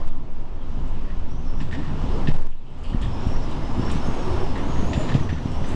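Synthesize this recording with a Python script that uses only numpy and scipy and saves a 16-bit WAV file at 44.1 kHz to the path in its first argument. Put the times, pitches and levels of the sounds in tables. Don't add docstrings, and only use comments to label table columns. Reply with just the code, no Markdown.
import sys
import numpy as np
from scipy import signal
from scipy.fft import rfft, irfft, next_fast_len
from scipy.io import wavfile
from scipy.ndimage import uniform_filter1d, map_coordinates

SR = 44100
rng = np.random.default_rng(int(sys.argv[2]) if len(sys.argv) > 2 else 0)


def makeup_ratio(level_db):
    decades = np.asarray(level_db, float) / 20
    return 10 ** decades


def materialize(psi):
    bounded = np.clip(np.atleast_2d(psi).T, -1, 1)
    quanta = np.round(bounded * 32767).astype(np.int16)
    wavfile.write(sys.argv[1], SR, quanta)


N = 253575
TIME = np.arange(N) / SR


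def unit(x):
    return x / np.sqrt(np.mean(x ** 2) + 1e-20)


def wobble(rate_hz):
    return map_coordinates(rng.standard_normal(700), [TIME * np.clip(rate_hz, .1, 100)])


def bump(at_s, width_s):
    return np.exp(-.5 * ((TIME - at_s) / width_s) ** 2)


def filtered(x, response):
    m = next_fast_len(N + SR // 2)
    return irfft(rfft(x, m) * response(np.fft.rfftfreq(m, 1 / SR)), m)[:N]


def body(modes):
    def response(f):
        total = 0
        for k, (hz, width_hz, db) in enumerate(modes):
            damping = 1j * f * width_hz
            total = total + (-1) ** k * makeup_ratio(db) * damping / (hz * hz - f * f + damping)
        return total
    return response


def rush(spectrum, patchy_db):
    z = signal.stft(rng.standard_normal(N + 512), nperseg=512)[2]
    field = uniform_filter1d(rng.standard_normal(z.shape), size=6, axis=0)
    field = uniform_filter1d(field, size=12, axis=1)
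    noise = signal.istft(z * makeup_ratio(patchy_db * unit(field)), nperseg=512)[1][:N]
    hz, db = np.transpose(spectrum)
    return unit(filtered(noise, lambda f: makeup_ratio(np.interp(np.log(f + 1), np.log(hz + 1), db))))


def burst(start_s, db, t60_s, rise_s):
    out = np.zeros(N)
    i = slice(int(start_s * SR) + 1, int((start_s + t60_s) * SR))
    t = TIME[i] - start_s
    out[i] = makeup_ratio(db - 60 * t / t60_s) * (1 - np.exp(-t / rise_s))
    return out


def narrow(hz, width_hz):
    pole = np.exp(-np.pi * width_hz / SR)
    fuzz = signal.lfilter([1], [1, -2 * pole, pole ** 2], rng.standard_normal((2, 44100)))
    phase = 2 * np.pi * np.cumsum(hz) / SR
    along, across = unit(fuzz[:, -len(hz):])
    return along * np.cos(phase) + across * np.sin(phase)


def warble():
    # centre_s, half_width_s, share
    spells = [(.95, .06, 3), (1.68, .04, 3), (2.16, .02, 4), (2.38, .05, 8), (3.3, .04, 18), (3.5, .08, 8),
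              (3.93, .06, 30), (4.35, .08, 30), (4.55, .07, 12), (4.8, .08, 8), (5.03, .06, 26),
              (5.45, .07, 18), (5.68, .04, 22)]
    line_db, line_hz, spread_hz = -86, 12100, 170
    edge_db, edge_ends_s = -95, 3.65
    odds = np.cumsum(sum(share / width_s * bump(s, width_s) for s, width_s, share in spells))
    place, pitch = rng.uniform(size=200), rng.standard_normal(200)
    starts = np.searchsorted(odds, place * odds[-1]) // 1024 * 1024 + 231
    out, k = np.zeros(N + 4096), np.arange(2048)
    for start, hz in zip(starts, line_hz + spread_hz * pitch):
        out[start + k] += makeup_ratio(line_db) * np.sin(np.pi * k / 2048) * np.sin(2 * np.pi * hz * k / SR)
    shown = wobble(24) > np.where(TIME < edge_ends_s, -.5, 1.7)
    edge = uniform_filter1d(shown * 1., size=900) * np.sin(np.pi / 2 * np.arange(N) + 1)
    return out[:N] + makeup_ratio(edge_db) * edge


def wash():
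    # freq_hz, density_db
    wash_spectrum = [(900, -40), (1700, -0.5), (3000, -2), (4500, -14), (6500, -17.5), (9000, -58)]
    return makeup_ratio(-65) * rush(wash_spectrum, patchy_db=-5.0)


def lull():
    sink_start_s, sink_s, wait_s, climb_s, sink_db = 2.357, 0.16, 0.031, 0.35, 16.5
    knots_s = sink_start_s + np.cumsum([0, sink_s, wait_s, climb_s])
    return makeup_ratio(-sink_db * np.interp(TIME, knots_s, [0, 1, 1, 0]))


def wind():
    # time_s, strength_db
    gusts = [(0, -43), (.1, -50), (.55, -49), (.85, -44), (1.35, -46.5), (1.6, -45), (1.8, -41.5),
             (2.25, -38), (2.9, -43.5), (3.2, -38), (3.6, -38), (3.9, -34.5), (4.3, -34.5), (4.6, -35),
             (5.12, -34.5), (5.36, -39.5), (5.6, -37.5), (5.75, -36.5)]
    # freq_hz, density_db
    buffet_spectrum = [(2.4, -39), (4.0, 3.5), (21, -12.5), (29, -6.5), (48, -15), (60, -10), (78, -32),
                       (130, -120)]
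    rumble_spectrum = [(32, -32), (55, -1), (81, 0.5), (145, -2), (173, -4), (254, -3.5), (420, -19.5),
                       (550, -34), (920, -120)]
    roar_spectrum = [(180, -25), (300, -3), (365, -5.5), (454, -5.5), (771, -8.5), (965, -6.5), (1560, -19),
                     (1700, -19), (2210, -26.5), (3740, -120)]
    hiss_spectrum = [(820, -10), (1400, -6), (1550, -25), (2050, -10), (2840, -5.5), (3090, -7),
                     (4310, -13.5), (5270, -14.5), (6430, -19.5), (7790, -23.5), (10300, -36), (13300, -69),
                     (22000, -120)]
    spray_spectrum = [(6000, -59.5), (8000, -12), (9500, -8), (10600, 5.5), (12000, -63.5)]
    # pitch_hz, width_hz, level_db over the rumble
    passage_modes = [(69, 8.8, 0), (97, 7.3, 0.5), (149, 30, -4), (247, 42, -5), (368, 15.4, 5)]
    # centre_s, loss_db, half_width_s
    low_dips = [
        (.47, 3.5, 0.034),
        (1.5, 2.5, 0.055),
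        (2.2, 1.5, 0.044),
        (3.19, 3, 0.033),
        (3.75, 1.5, 0.11),
        (2.7, 2.5, 0.099),
        (3.36, -3, 0.037),
        (4.28, 3.5, 0.12),
        (5.6, 1.5, 0.07),
    ]
    strength_db = np.interp(TIME, *np.transpose(gusts))
    gust_db = strength_db + 40
    flutter = wobble(8.3)
    buffet_db = -27.5 + 0.4 * gust_db + 2.2 * wobble(4.4)
    rumble_db = -32 + 0.85 * gust_db + 1.2 * flutter + 1.3 * wobble(13)
    roar_db = strength_db + 1.09 + 0.35 * flutter + 0.7 * wobble(15)
    hiss_db = -50 + 1.06 * gust_db + 0.78 * flutter + 0.33 * wobble(25)
    spray_db = -74.5 + 1.6 * gust_db + .8 * wobble(7.7)
    buffet = makeup_ratio(buffet_db) * rush(buffet_spectrum, patchy_db=1.0)
    resonant = filtered(rush(rumble_spectrum, patchy_db=1.0), lambda f: 1 + np.abs(body(passage_modes)(f)))
    rumble = makeup_ratio(rumble_db) * unit(resonant)
    roar = makeup_ratio(roar_db) * rush(roar_spectrum, patchy_db=1.06)
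    hiss = makeup_ratio(hiss_db) * rush(hiss_spectrum, patchy_db=0.65)
    spray = makeup_ratio(spray_db) * rush(spray_spectrum, patchy_db=5.5)
    dip_gain = makeup_ratio(-sum(db * bump(s, width_s) for s, db, width_s in low_dips))
    return dip_gain * (buffet + rumble) + roar + hiss + spray


def booms():
    # peak_s, mode_hz, peak_db
    boom_rows = [(.55, 79.7, -33), (.7, 75, -30.5), (.8, 99.3, -39), (.82, 149, -33.5), (.93, 98, -31),
                 (1.08, 99.1, -37), (1.33, 99.3, -34), (1.36, 48, -25), (2.83, 73.9, -32),
                 (3.05, 95.2, -26.5), (3.5, 149.4, -34.5), (3.62, 148, -35), (4.6, 148, -36),
                 (4.72, 148, -33), (5.14, 139.7, -24), (3.82, 349.5, -32.5), (3.85, 250, -31.5),
                 (4.05, 264, -35), (4.15, 249.6, -29.5), (.86, 52, -28), (1.02, 50, -30),
                 (1.19, 70.3, -29.5), (1.43, 70.5, -27.5), (1.63, 149, -29), (1.72, 77.4, -25.5),
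                 (1.8, 143, -31.5), (1.94, 144.9, -30), (2.05, 100.6, -37.5), (2.07, 76.9, -27),
                 (2.1, 49.5, -24.5), (2.29, 96.1, -28), (2.3, 71, -29), (2.31, 147, -24), (3.02, 51, -23),
                 (3.08, 121.3, -27.5), (3.27, 79.6, -25), (3.3, 108, -25.5), (3.9, 72.6, -25),
                 (3.98, 56.4, -28), (3.99, 149, -27), (4.03, 101.4, -32), (4.08, 147, -31), (4.33, 74, -38),
                 (4.34, 98, -23.5), (4.46, 145.7, -35.5), (4.58, 48.1, -29), (4.68, 76, -30),
                 (4.8, 46.4, -25), (4.84, 147.8, -23), (4.92, 70, -30), (5.0, 99, -30), (5.16, 95, -22),
                 (5.18, 59, -26), (5.26, 99, -24), (5.33, 77.6, -23.5), (5.4, 145.8, -28),
                 (.04, 27.3, -21), (.66, 25.2, -26), (.76, 26.02, -27), (.86, 24.15, -18),
                  (1.05, 25.05, -23), (1.15, 25.84, -21), (1.45, 24.85, -29), (1.55, 26.7, -21),
                  (2.05, 26, -22), (2.15, 27, -21.5), (2.9, 26.94, -18.5), (3.25, 27, -25),
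                  (3.85, 24.84, -29), (4.65, 28, -19.5), (1.12, 75.1, -33), (2.96, 73.4, -28),
                  (3.13, 75.6, -27.5), (4.76, 72.3, -29), (1.56, 99.8, -32.5), (1.66, 103, -31.5),
                  (5.06, 100, -27.5), (1.35, 148, -35), (3.05, 150, -33), (5.65, 148.8, -29),
                  (.95, 200, -37), (1.1, 190, -38.5), (5.62, 190, -31.5), (.4, 105, -39.5),
                  (2.7, 130, -39.5), (3.05, 205, -32.5), (4.64, 280, -31)]
    rise_s, fall_s, trim_db = 0.042, 0.052, -2.5
    out = np.zeros(N)
    for (s, hz, db), phase in zip(boom_rows, rng.uniform(0, 2 * np.pi, 120)):
        swell = bump(s, np.where(TIME < s, rise_s, fall_s))
        out += makeup_ratio(db + trim_db) * swell * np.cos(2 * np.pi * hz * TIME + phase)
    return out


def heave():
    # centre_s, peak_db
    swells = [(.3, -15), (.7, -28), (.95, -20), (1.25, -20.5), (1.549, -19.5), (1.89, -25.5), (2.2, -20.5),
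              (3.06, -38), (3.36, -19), (3.8, -29), (4.06, -23.5), (4.32, -24.5), (4.75, -22),
              (5.12, -26.5), (5.641, -28)]
    # deepest_pull_s, peak_db, pitch_hz, fade_s
    surges = [
        (.072, -9, 10.5, .5),
        (2.332, -6.1, 11.6, .57),
    ]
    swell_s, calm_db = 0.085, -27.5
    swing = np.cos(2 * np.pi * np.cumsum(13.0 + 2.95 * wobble(6.3)) / SR)
    size = makeup_ratio(calm_db) + sum(makeup_ratio(db) * bump(s, swell_s) for s, db in swells)
    out = np.sqrt(2) * size * swing
    for s, db, hz, fade_s in surges:
        u = (TIME - s) / np.where(TIME < s, .36 * fade_s, fade_s)
        ring = makeup_ratio(db - 60 * np.abs(u) ** 1.7) * np.cos(2 * np.pi * hz * (TIME - s))
        out = out * (1 - np.exp(-(2.1 * u) ** 4)) - ring
    return out


def whistles():
    # start_s, end_s, from_hz, to_hz, level_db
    gap_tones = [(1.277, 1.411, 5400, 6000, -62), (1.37, 1.48, 6150, 6060, -63.5),
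                 (1.41, 1.46, 5830, 5400, -62), (1.465, 1.533, 5380, 5400, -57),
                 (1.531, 1.632, 5350, 5300, -63), (1.532, 1.618, 5750, 5650, -58),
                 (2.054, 2.122, 5020, 5100, -67), (2.11, 2.2, 5200, 5120, -58),
                 (2.2, 2.272, 5250, 5400, -61), (3.086, 3.242, 5380, 5220, -55.5),
                 (3.2, 3.295, 5500, 5600, -52), (3.281, 3.379, 5520, 5550, -49.5),
                 (3.34, 3.45, 5820, 5780, -56), (3.381, 3.468, 5420, 5220, -52.5),
                 (3.46, 3.602, 5000, 5000, -58), (3.61, 3.784, 5170, 5130, -54.5),
                 (3.8, 3.849, 5250, 5400, -47), (3.84, 3.933, 5480, 5500, -45),
                 (3.93, 3.992, 5740, 6130, -50), (3.989, 4.124, 5360, 5400, -51),
                 (4.057, 4.13, 6380, 6600, -50), (4.11, 4.247, 6520, 6530, -53.5),
                 (4.19, 4.334, 5500, 5400, -52), (4.3, 4.56, 5450, 5270, -52.5),
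                 (4.573, 4.673, 5270, 6570, -57), (5.178, 5.264, 6700, 6070, -56),
                 (4.67, 4.868, 6720, 6460, -51.5), (4.74, 4.90, 6080, 6150, -58),
                 (4.87, 4.942, 6500, 6960, -49), (4.935, 5.119, 7150, 7040, -50),
                 (5.11, 5.2, 7180, 7100, -58), (5.2, 5.3, 5750, 5700, -59),
                 (5.29, 5.528, 6020, 5950, -59.5), (5.47, 5.642, 5430, 5390, -54),
                 (5.58, 5.724, 5830, 6220, -53.5)]
    # start_s, end_s, from_hz, to_hz, level_db
    howl_tones = [
        (1.70, 1.83, 160, 350, -32.5),
        (2.06, 2.2, 260, 540, -36),
        (4.21, 4.48, 360, 390, -29.5),
        (4.9, 5.04, 620, 630, -33.5),
        (3.68, 4.46, 6900, 8800, -64),
    ]
    steady_hz, widest_hz, glide_blur = 120, 330, 2.4
    out = np.zeros(N)
    drift = 1 + 0.00636 * wobble(12)
    broken = makeup_ratio(2.0 * wobble(30) - 1.2)
    tones = [(row, min(steady_hz + glide_blur * abs(row[3] - row[2]), widest_hz)) for row in gap_tones]
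    tones += [(row, .15 * row[2]) for row in howl_tones]
    for (start, end, from_hz, to_hz, db), width_hz in tones:
        i = slice(round((start - .03) * SR), min(round((end + .04) * SR), N))
        t = TIME[i]
        u = (t - start) / (end - start)
        fade = np.clip(np.minimum(t - start + .03, end + .04 - t) / .07, 0, 1)
        tone = narrow((from_hz + (to_hz - from_hz) * u) * drift[i], width_hz)
        out[i] += makeup_ratio(db - 0.5 - 3.2 * u) * fade * broken[i] * tone
    return out


def sheet():
    # start_s, peak_db, low_mode_hz, brightness_db, t60_s
    clatter = [(0.771, -47, 2940, -27, 0.25), (0.877, -53, 2910, -8, 0.25), (0.9197, -49, 2820, -27, 0.2),
               (1.1714, -60, 2920, -18, 0.25), (1.612, -51.5, 3500, 0, 0.46), (1.718, -54, 3300, -3, .2),
               (2.514, -46.5, 2910, -21, 0.22), (2.66, -52, 2960, -20, 0.96), (2.7, -63, 3020, -3, .5),
               (2.78, -58, 3100, -6, .5), (2.83, -46, 4580, -28, 0.55), (2.835, -37, 2900, -17, 0.32),
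               (2.89, -39, 3020, -23, 0.32), (3.016, -32.5, 3290, -15, 0.25), (3.2706, -43, 2740, -6, 0.25),
               (3.5108, -34.5, 3520, -15, 0.17), (3.895, -35, 3160, -15.5, 0.2),
               (3.914, -41, 2870, 3.5, 0.13), (4.5777, -37, 2810, -15, 0.4), (4.99, -45, 2700, -2, 0.28),
               (5.515, -40, 3030, -9, 0.38), (5.666, -44, 3190, -6, .3), (5.685, -43, 3310, -2, 0.3)]
    # pitch_hz, width_hz, level_db
    sheet_modes = [(7480, 1300, 4), (10100, 2000, -22.5)]
    low, high = np.zeros(N), np.zeros(N)
    for s, db, hz, bright_db, t60_s in clatter:
        i = slice(round(s * SR), min(round((s + .4) * SR), N))
        tone = narrow(np.full(i.stop - i.start, hz), width_hz=750)
        low[i] += burst(s, db - 9, 1.2 * t60_s, .006)[i] * tone
        high += burst(s, db - 0.5 + bright_db, 0.025, 0.0015)
        high += burst(s, db - 11.5 + bright_db, 1.45 * t60_s, .004)
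    ring = filtered(rng.standard_normal(N), lambda f: body(sheet_modes)(f) * f / (f + 5000))
    return low + high * unit(ring)


def pane():
    # start_s, peak_db, t60_s, frame_over_pane_db
    rattles = [(1.05, -45.5, 0.3, 0.5), (1.1, -50, 0.16, 3), (1.6022, -31.5, 0.16, -6),
               (1.618, -41, 0.65, -17), (1.711, -34, 0.53, -5), (1.722, -41, 0.6, 3), (2.271, -30, 0.3, -7),
               (2.2806, -38, 0.28, -8), (2.935, -43, 0.25, 1), (3.012, -37, .3, -11),
               (3.024, -44, 0.38, -1.5), (3.899, -27.5, 0.21, -14), (3.929, -36, 0.22, -21),
               (4.556, -33.5, 0.2, 0.5), (4.759, -40.5, 0.55, 2), (4.931, -25, 0.41, -11),
               (5.089, -30.5, 0.25, -4.5), (5.107, -42, 0.21, 1), (5.1404, -24.5, 0.2, -8.5),
               (5.2908, -33, 0.46, -3), (5.64, -38.5, 0.94, -0.5)]
    # start_s, peak_db, frame_over_pane_db
    ticks = [(1.628, -43, -8), (1.7253, -41, 10), (1.728, -37.5, 10.5), (1.7365, -42, 6), (1.609, -38, -14),
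             (4.771, -42, 2), (2.2783, -25, -7), (2.304, -36, -9), (4.5645, -37, 4), (4.578, -32, -8),
             (4.949, -28, -12), (5.085, -34, -5), (5.0998, -30, 0.5), (5.2905, -35, -13), (4.9325, -24, -9),
             (5.1407, -24, -10), (2.2712, -21, -11), (2.2734, -21, -7), (2.2845, -25, -13),
             (2.312, -37, -10), (2.3171, -38, -10), (5.1203, -37, 2), (5.147, -27, -8)]
    # pitch_hz, width_hz, level_db
    pane_modes = [(2560, 460, 5.5), (3700, 650, 5.5), (4240, 960, 2), (5400, 1600, -4.5), (7550, 600, -6)]
    frame_modes = [(1828, 200, 4.5), (1640, 180, -9)]
    pane_top_hz, frame_top_hz, tap_top_hz = 7800, 3500, 5500
    rise_s, ragged_db, tap_db, tap_late_s = .003, 3, 19.5, 0.001016

    def blow(s, db, t60_s):
        return burst(s, db - 8.5, 0.029, rise_s) + burst(s, db - 13, t60_s, 2 * rise_s)

    def dull(f):
        return body(pane_modes)(f) / (1 + (f / pane_top_hz) ** 8)

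    def frame(f):
        return body(frame_modes)(f) / (1 + 1j * f / frame_top_hz) ** 2

    def tapped_pane(f):
        return makeup_ratio(-7) * dull(f) * body(pane_modes)(f) / (1 + 1j * f / tap_top_hz)

    glass = sum(blow(s, db, t60_s) for s, db, t60_s, _ in rattles)
    wood = sum(blow(s, db + frame_db + 5.5, 1.26 * t60_s) for s, db, t60_s, frame_db in rattles)
    chatter = makeup_ratio(ragged_db * wobble(90)) * rng.standard_normal((2, N))
    taps = np.zeros((2, N))
    for s, db, *_, frame_db in rattles + ticks:
        taps[:, round((s + tap_late_s) * SR)] = makeup_ratio([db + tap_db, db + tap_db + frame_db + 15.5])
    clean = filtered(taps[0], tapped_pane) + filtered(taps[1], frame)
    return clean + glass * unit(filtered(chatter[0], dull)) + wood * unit(filtered(chatter[1], frame))


def door():
    # time_s, peak_db
    thuds = [(1.6151, -21), (1.79, -20), (1.901, -21.5), (2.0424, -15.5), (2.2878, -6), (2.948, -10.5),
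             (3.27, -15.5), (3.591, -19.5), (3.7014, -19), (3.797, -10), (3.9578, -11.5), (4.087, -10.5),
             (4.5627, -22), (4.7, -17), (4.8291, -15.5), (4.9785, -8), (5.1517, -0.5), (5.211, -12.5),
             (5.329, -13), (5.4587, -11), (5.6587, -22.5), (5.746, -14)]
    blows = np.zeros(N)
    for s, db in thuds:
        blows[round(s * SR)] = makeup_ratio(db)
    t = np.arange(-SR // 100, SR // 20) / SR

    def pull(at_s, width_s):
        return np.exp(-.5 * ((t - at_s) / width_s) ** 2)

    shape = -1.1 * pull(0, 0.00075) + 0.14 * pull(-0.0025, 0.00044) + 0.2 * pull(0.0022, 0.00081)
    shape = shape - 0.2 * pull(0.008, 0.0014) - 0.22 * pull(0.014, 0.0015) + 0.18 * pull(0.013, 0.0024)
    return signal.fftconvolve(blows, shape)[SR // 100:][:N]


def scene():
    air = wash() + lull() * wind() + booms() + heave()
    return (air + whistles() + sheet() + pane() + door())[None]


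def low_pass(x):
    return signal.sosfilt(signal.butter(12, 12700, fs=SR, output="sos"), x)


def record(dry):
    # time_s, loss_db
    ducks = [(.072, .4), (.0779, 1.1), (.0895, 1.5), (2.3303, .8), (2.3419, 1.1), (2.3534, 1.3),
             (2.365, 1.3), (2.3708, .45), (2.3883, 1.0), (2.4115, .55), (2.4232, .9), (2.4347, 1.1),
             (2.458, .5), (2.4703, 1.45), (2.5537, .7)]
    block, top_hz = 512, 10330
    x = dry[0] / (1 + np.abs(dry[0] / .41) ** 24) ** (1 / 24)
    lost_db = sum(db * (TIME >= s) * np.clip(1 - (TIME - s) * SR / block, 0, 1) for s, db in ducks)
    x = filtered(x * makeup_ratio(-lost_db), lambda f: .04 * (f < 12600) + .96 / (1 + (f / top_hz) ** 110))
    mix = x + warble()
    return low_pass(mix[None])


dry = scene()
out = record(dry)
materialize(out)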